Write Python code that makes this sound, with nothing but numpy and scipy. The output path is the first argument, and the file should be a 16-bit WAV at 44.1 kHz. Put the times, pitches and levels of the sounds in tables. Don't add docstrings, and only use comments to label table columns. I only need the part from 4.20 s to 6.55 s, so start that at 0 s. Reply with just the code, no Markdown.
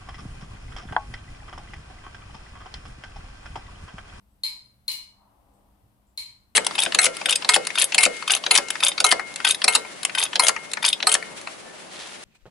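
import sys
import numpy as np
from scipy import signal
from scipy.fft import rfft, irfft, next_fast_len
from scipy.io import wavfile
from scipy.ndimage import map_coordinates

SR = 44100
rng = np.random.default_rng(int(sys.argv[2]) if len(sys.argv) > 2 else 0)


def unload_audio(sound):
    columns = np.transpose(np.atleast_2d(sound))
    steps = np.round(np.clip(columns, -1, 1) * 32767)
    wavfile.write(sys.argv[1], SR, steps.astype(np.int16))


N = 103635


def amp(db):
    return 10 ** (np.asarray(db) / 20)


def unit(x):
    return x / np.sqrt(np.mean(x ** 2) + 1e-20)


def along(points, hz):
    point_hz, values = np.transpose(points)
    return np.interp(np.log(hz + 1), np.log(point_hz + 1), values)


def levels(rows):
    seconds, *columns = np.transpose(rows)
    return [np.interp(np.arange(N) / SR, seconds, column) for column in columns]


def wobble(rate):
    knots = rng.standard_normal(int(N * rate / SR) + 4)
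    return map_coordinates(knots, [np.arange(N) * rate / SR])


def filtered(x, response):
    size = next_fast_len(x.shape[-1] + SR // 4)
    spectrum = rfft(x, size) * response(np.fft.rfftfreq(size, 1 / SR))
    return irfft(spectrum, size)[..., :x.shape[-1]]


def rush(gain, alike):
    def mid_side_gains(hz):
        angle = np.arccos(np.clip(along(alike, hz), -1, 1)) / 2
        return gain(hz) * np.array([np.cos(angle), np.sin(angle)])

    mid, side = filtered(rng.standard_normal((2, N)), mid_side_gains)
    return unit(np.array([mid + side, mid - side]))


def resonance(centre_hz, width_hz):
    return lambda hz: 1 / (1 + ((hz - centre_hz) / width_hz) ** 2)


def ring(modes, t):
    scatter_db = 0.48
    total = 0
    for hz, db, t60 in modes:
        level_db = db + scatter_db * rng.standard_normal() - 60 * t / t60
        total = total + amp(level_db) * np.sin(2 * np.pi * hz * t)
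    return total


def click(points, size):
    log_gain = np.log(amp(along(points, np.fft.rfftfreq(size, 1 / SR))))
    cepstrum = irfft(log_gain, size)
    fold = np.r_[1, np.full(size // 2 - 1, 2), 1, np.zeros(size // 2 - 1)]
    return irfft(np.exp(rfft(cepstrum * fold)), size)


def room(x):
    # frequency in Hz, time to fall by 60 dB in seconds.
    room_decay = [(300, .45), (1000, 0.65), (2500, 0.4), (4500, 0.4), (8000, .38), (12000, 0.26),
                  (16000, 0.27)]
    gain_db, gap_s, rise_s = 6, 0.002, 0.0044
    left_right_likeness = -.05
    hz, t, z = signal.stft(rng.standard_normal((2, SR // 2)), SR, nperseg=256)
    decay = amp(-60 * t / along(room_decay, hz)[:, None])
    tail = signal.istft(z * decay, SR, nperseg=256)[1]
    since_gap = np.maximum(np.arange(tail.shape[1]) / SR - gap_s, 0)
    tail = tail * (1 - np.exp(-since_gap / rise_s))
    angle = np.arccos(left_right_likeness) / 2
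    tail = np.cos(angle) * tail[0] + np.sin(angle) * tail[1] * [[1], [-1]]
    tail = tail / np.linalg.norm(tail[0])
    return amp(gain_db) * signal.fftconvolve(x[None], tail, axes=1)[:, :len(x)]


def room_tone():
    # frequency in Hz, relative level in dB per Hz.
    air_colour = [(12, -44), (20, -1.5), (53, -0.5), (155, -12), (199, -6), (391, -19.5), (705, -17.5),
                  (933, -22.5), (1380, -21.5), (2290, -27), (3030, -26.5), (7030, -34), (8310, -29),
                  (15000, -27), (16300, -52)]
    # frequency in Hz, left-right likeness from -1 to 1.
    air_alike = [(30, 1), (120, 0.6), (300, .7), (700, .2), (1650, -0.41), (5000, 0.21), (15000, -0.35)]
    level_db = -67.5 + 0.772 * wobble(4.4)
    return amp(level_db) * rush(lambda hz: amp(along(air_colour, hz)), air_alike)


def appliances():
    # centre in Hz, level in dB rms, half-width at half gain in Hz.
    hum_bands = [(60.5, -68.5, 14), (302.6, -85, 8.9)]
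    motor_hz, motor_peak_db = 200.7, -72
    motor_level = amp(motor_peak_db + 1.5 * wobble(6.7))
    phase = 2 * np.pi * motor_hz * np.arange(N) / SR + .6 * wobble(9.6)
    total = motor_level * np.sin(phase)
    for hz, db, width_hz in hum_bands:
        total = total + amp(db) * rush(resonance(hz, width_hz), [(100, 0.76)])
    return total


def ticks():
    # start in seconds, frequency in Hz, 60 dB decay time in seconds,
    # level in dB ahead of the direct and room gains.
    tick_rows = [(.11, 8070, .02, -66), (.442, 9860, .006, -50), (.56, 10500, 0.01, -62),
                 (1.338, 8400, 0.0045, -53), (1.87, 7500, 0.0052, -56)]
    out, t = np.zeros(N + SR), np.arange(SR // 10) / SR
    for start_s, hz, t60, db in tick_rows:
        start = round(start_s * SR)
        out[start:start + len(t)] += ring([(hz, db, t60)], t)
    return 0.43 * out[:N] + .5 * room(out[:N])


def car():
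    # time in seconds, mean level of the upper roar in dB, of the lower roar in dB.
    roar_levels = [(0.0, -84, -86), (0.33, -80, -81.5), (0.54, -91, -80.5), (0.72, -87.5, -82),
                   (0.86, -82.5, -78), (1.03, -65.5, -76.5), (1.18, -68, -68), (1.39, -69, -67),
                   (1.75, -76.5, -75.5), (2.35, -80, -86)]
    # frequency in Hz, relative level in dB per Hz.
    roar_colours = [
        [(410, -33), (700, -7.5), (914, -3), (1190, -8), (1480, -22.5), (2500, -33), (3250, -59.5),
         (5500, -120)],
        [(160, -29.5), (280, 0), (302, -2), (377, -11), (581, -5.5), (800, -5.5), (1040, -29.5), (1760, -120)],
    ]
    # frequency in Hz, left-right likeness from -1 to 1.
    roar_alike = [(300, .6), (1500, 0.202)]
    # time in seconds, level in dB ahead of a fixed 2.5 dB cut.
    rumble_levels = [(0.0, -72.5), (0.18, -71), (0.2, -74.5), (0.63, -66), (0.65, -69), (1.62, -74),
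                     (1.64, -59), (1.9, -80), (2.13, -66.5), (2.35, -83)]
    total = 0
    for db, colour in zip(levels(roar_levels), roar_colours):
        noise = rush(lambda hz: amp(along(colour, hz)), roar_alike)
        total = total + amp(db + 1.5 * wobble(9)) * noise
    rumble = rush(resonance(118, 16), [(100, 1.0)])
    return total + amp(levels(rumble_levels)[0] - 2.5) * rumble


def struck_modes(t, shaft_db, bowl_db, rim_hz):
    # frequency in Hz, relative level in dB, 60 dB decay time in seconds.
    jar_modes = [(1002, -25, 0.017), (2259, -16, 0.032), (2414, -22.5, .03), (3117, -19.5, 0.034),
                 (3744, -21, .03), (4125, -2.5, 0.026), (4193.6, -7, 0.052), (7030, -18.5, .015),
                 (8100, -20, .012), (10000, -31, 0.028), (10510, -16, 0.019)]
    # frequency in Hz, relative level in dB, 60 dB decay time in seconds.
    shaft_modes = [(4950, -24, 0.094), (11300, -23.5, .04)]
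    # frequency in Hz, relative level in dB, 60 dB decay time in seconds.
    bowl_modes = [(318, -19.5, 0.11), (2930, 3.5, 0.11), (5820, 4.5, .015), (9670, -2, 0.089),
                  (12400, 11.5, .012)]
    attack_s = 0.00069
    rim_mode = (rim_hz, -23.5, 0.025)
    modes = ring(jar_modes + [rim_mode], t)
    modes = modes + amp(shaft_db) * ring(shaft_modes, t)
    modes = modes + amp(bowl_db) * ring(bowl_modes, t)
    return modes * (1 - np.exp(-t / attack_s))


def contact_crack(size, crack_db, sharp_db):
    # frequency in Hz, level in dB per Hz ahead of sharpness and gain.
    crack_colour = [(250, -28), (1500, -25.5), (2100, -0.5), (3200, -2), (4200, 4), (5500, -1.5),
                    (8000, -1.5), (11400, 4.5), (12000, -7), (14500, -11), (16200, -11.5)]
    edge_hz = 11700
    points = [(hz, level + sharp_db * (hz > edge_hz)) for hz, level in crack_colour]
    return amp(1 + crack_db) * click(points, size)


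def direct_path(hz):
    right_lag_s, table_s, table_db = .0002, .00192, 0
    port_lag = np.exp(-2j * np.pi * hz * right_lag_s * np.array([[0], [1]]))
    bounce = amp(table_db) * np.exp(-2j * np.pi * hz * table_s)
    return port_lag * (1 + bounce)


def spoon():
    # start in seconds, level in dB, gain of the direct sound in dB,
    # gain of the shaft in dB, of the bowl in dB, of the crack in dB (1 dB is added later),
    # sharpness of the contact in dB, rim mode in Hz, left over right in dB.
    blow_rows = [(0.2348, -17, -1.5, 4, -39.5, 4.5, -20, 14850, 0),
                 (.6800, -18.5, -0.5, 3.5, -27.5, 8.5, -1, 14900, 2.5),
                 (0.7175, -29.5, 1, -1.5, -13.5, 15.5, 7.5, 15150, -3),
                 (1.9754, -22.5, -1.5, -2, -38, 8, 0.5, 14400, 0.5)]
    crack_direct_db = -1.5
    out, t = np.zeros((2, N + SR)), np.arange(SR * 3 // 5) / SR
    for start_s, db, direct_db, shaft_db, bowl_db, crack_db, sharp_db, rim_hz, pan_db in blow_rows:
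        crack = contact_crack(len(t), crack_db, sharp_db)
        modes = struck_modes(t, shaft_db, bowl_db, rim_hz)
        source = modes + amp(crack_direct_db) * crack
        near = amp(direct_db) * filtered(np.array([source, source]), direct_path)
        reverberant = room(modes) + room(crack)
        side_gains = amp([[db + pan_db / 2], [db - pan_db / 2]])
        start = round(start_s * SR)
        out[:, start:start + len(t)] += (near + reverberant) * side_gains
    return out[:, :N]


def scene():
    return room_tone() + appliances() + ticks() + car() + spoon()


def record(dry):
    # frequency in Hz, left over right in dB.
    port_tilt = [(100, -0.5), (500, 5.5), (2000, 3), (4200, 1.5), (8000, 6), (12000, 5), (16000, 2)]
    top_hz = 15780

    def port_response(hz):
        half_each = np.array([[.5], [-.5]])
        return amp(along(port_tilt, hz) * half_each) * (hz < top_hz)

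    return filtered(dry, port_response)


dry = scene()
out = record(dry)
unload_audio(out)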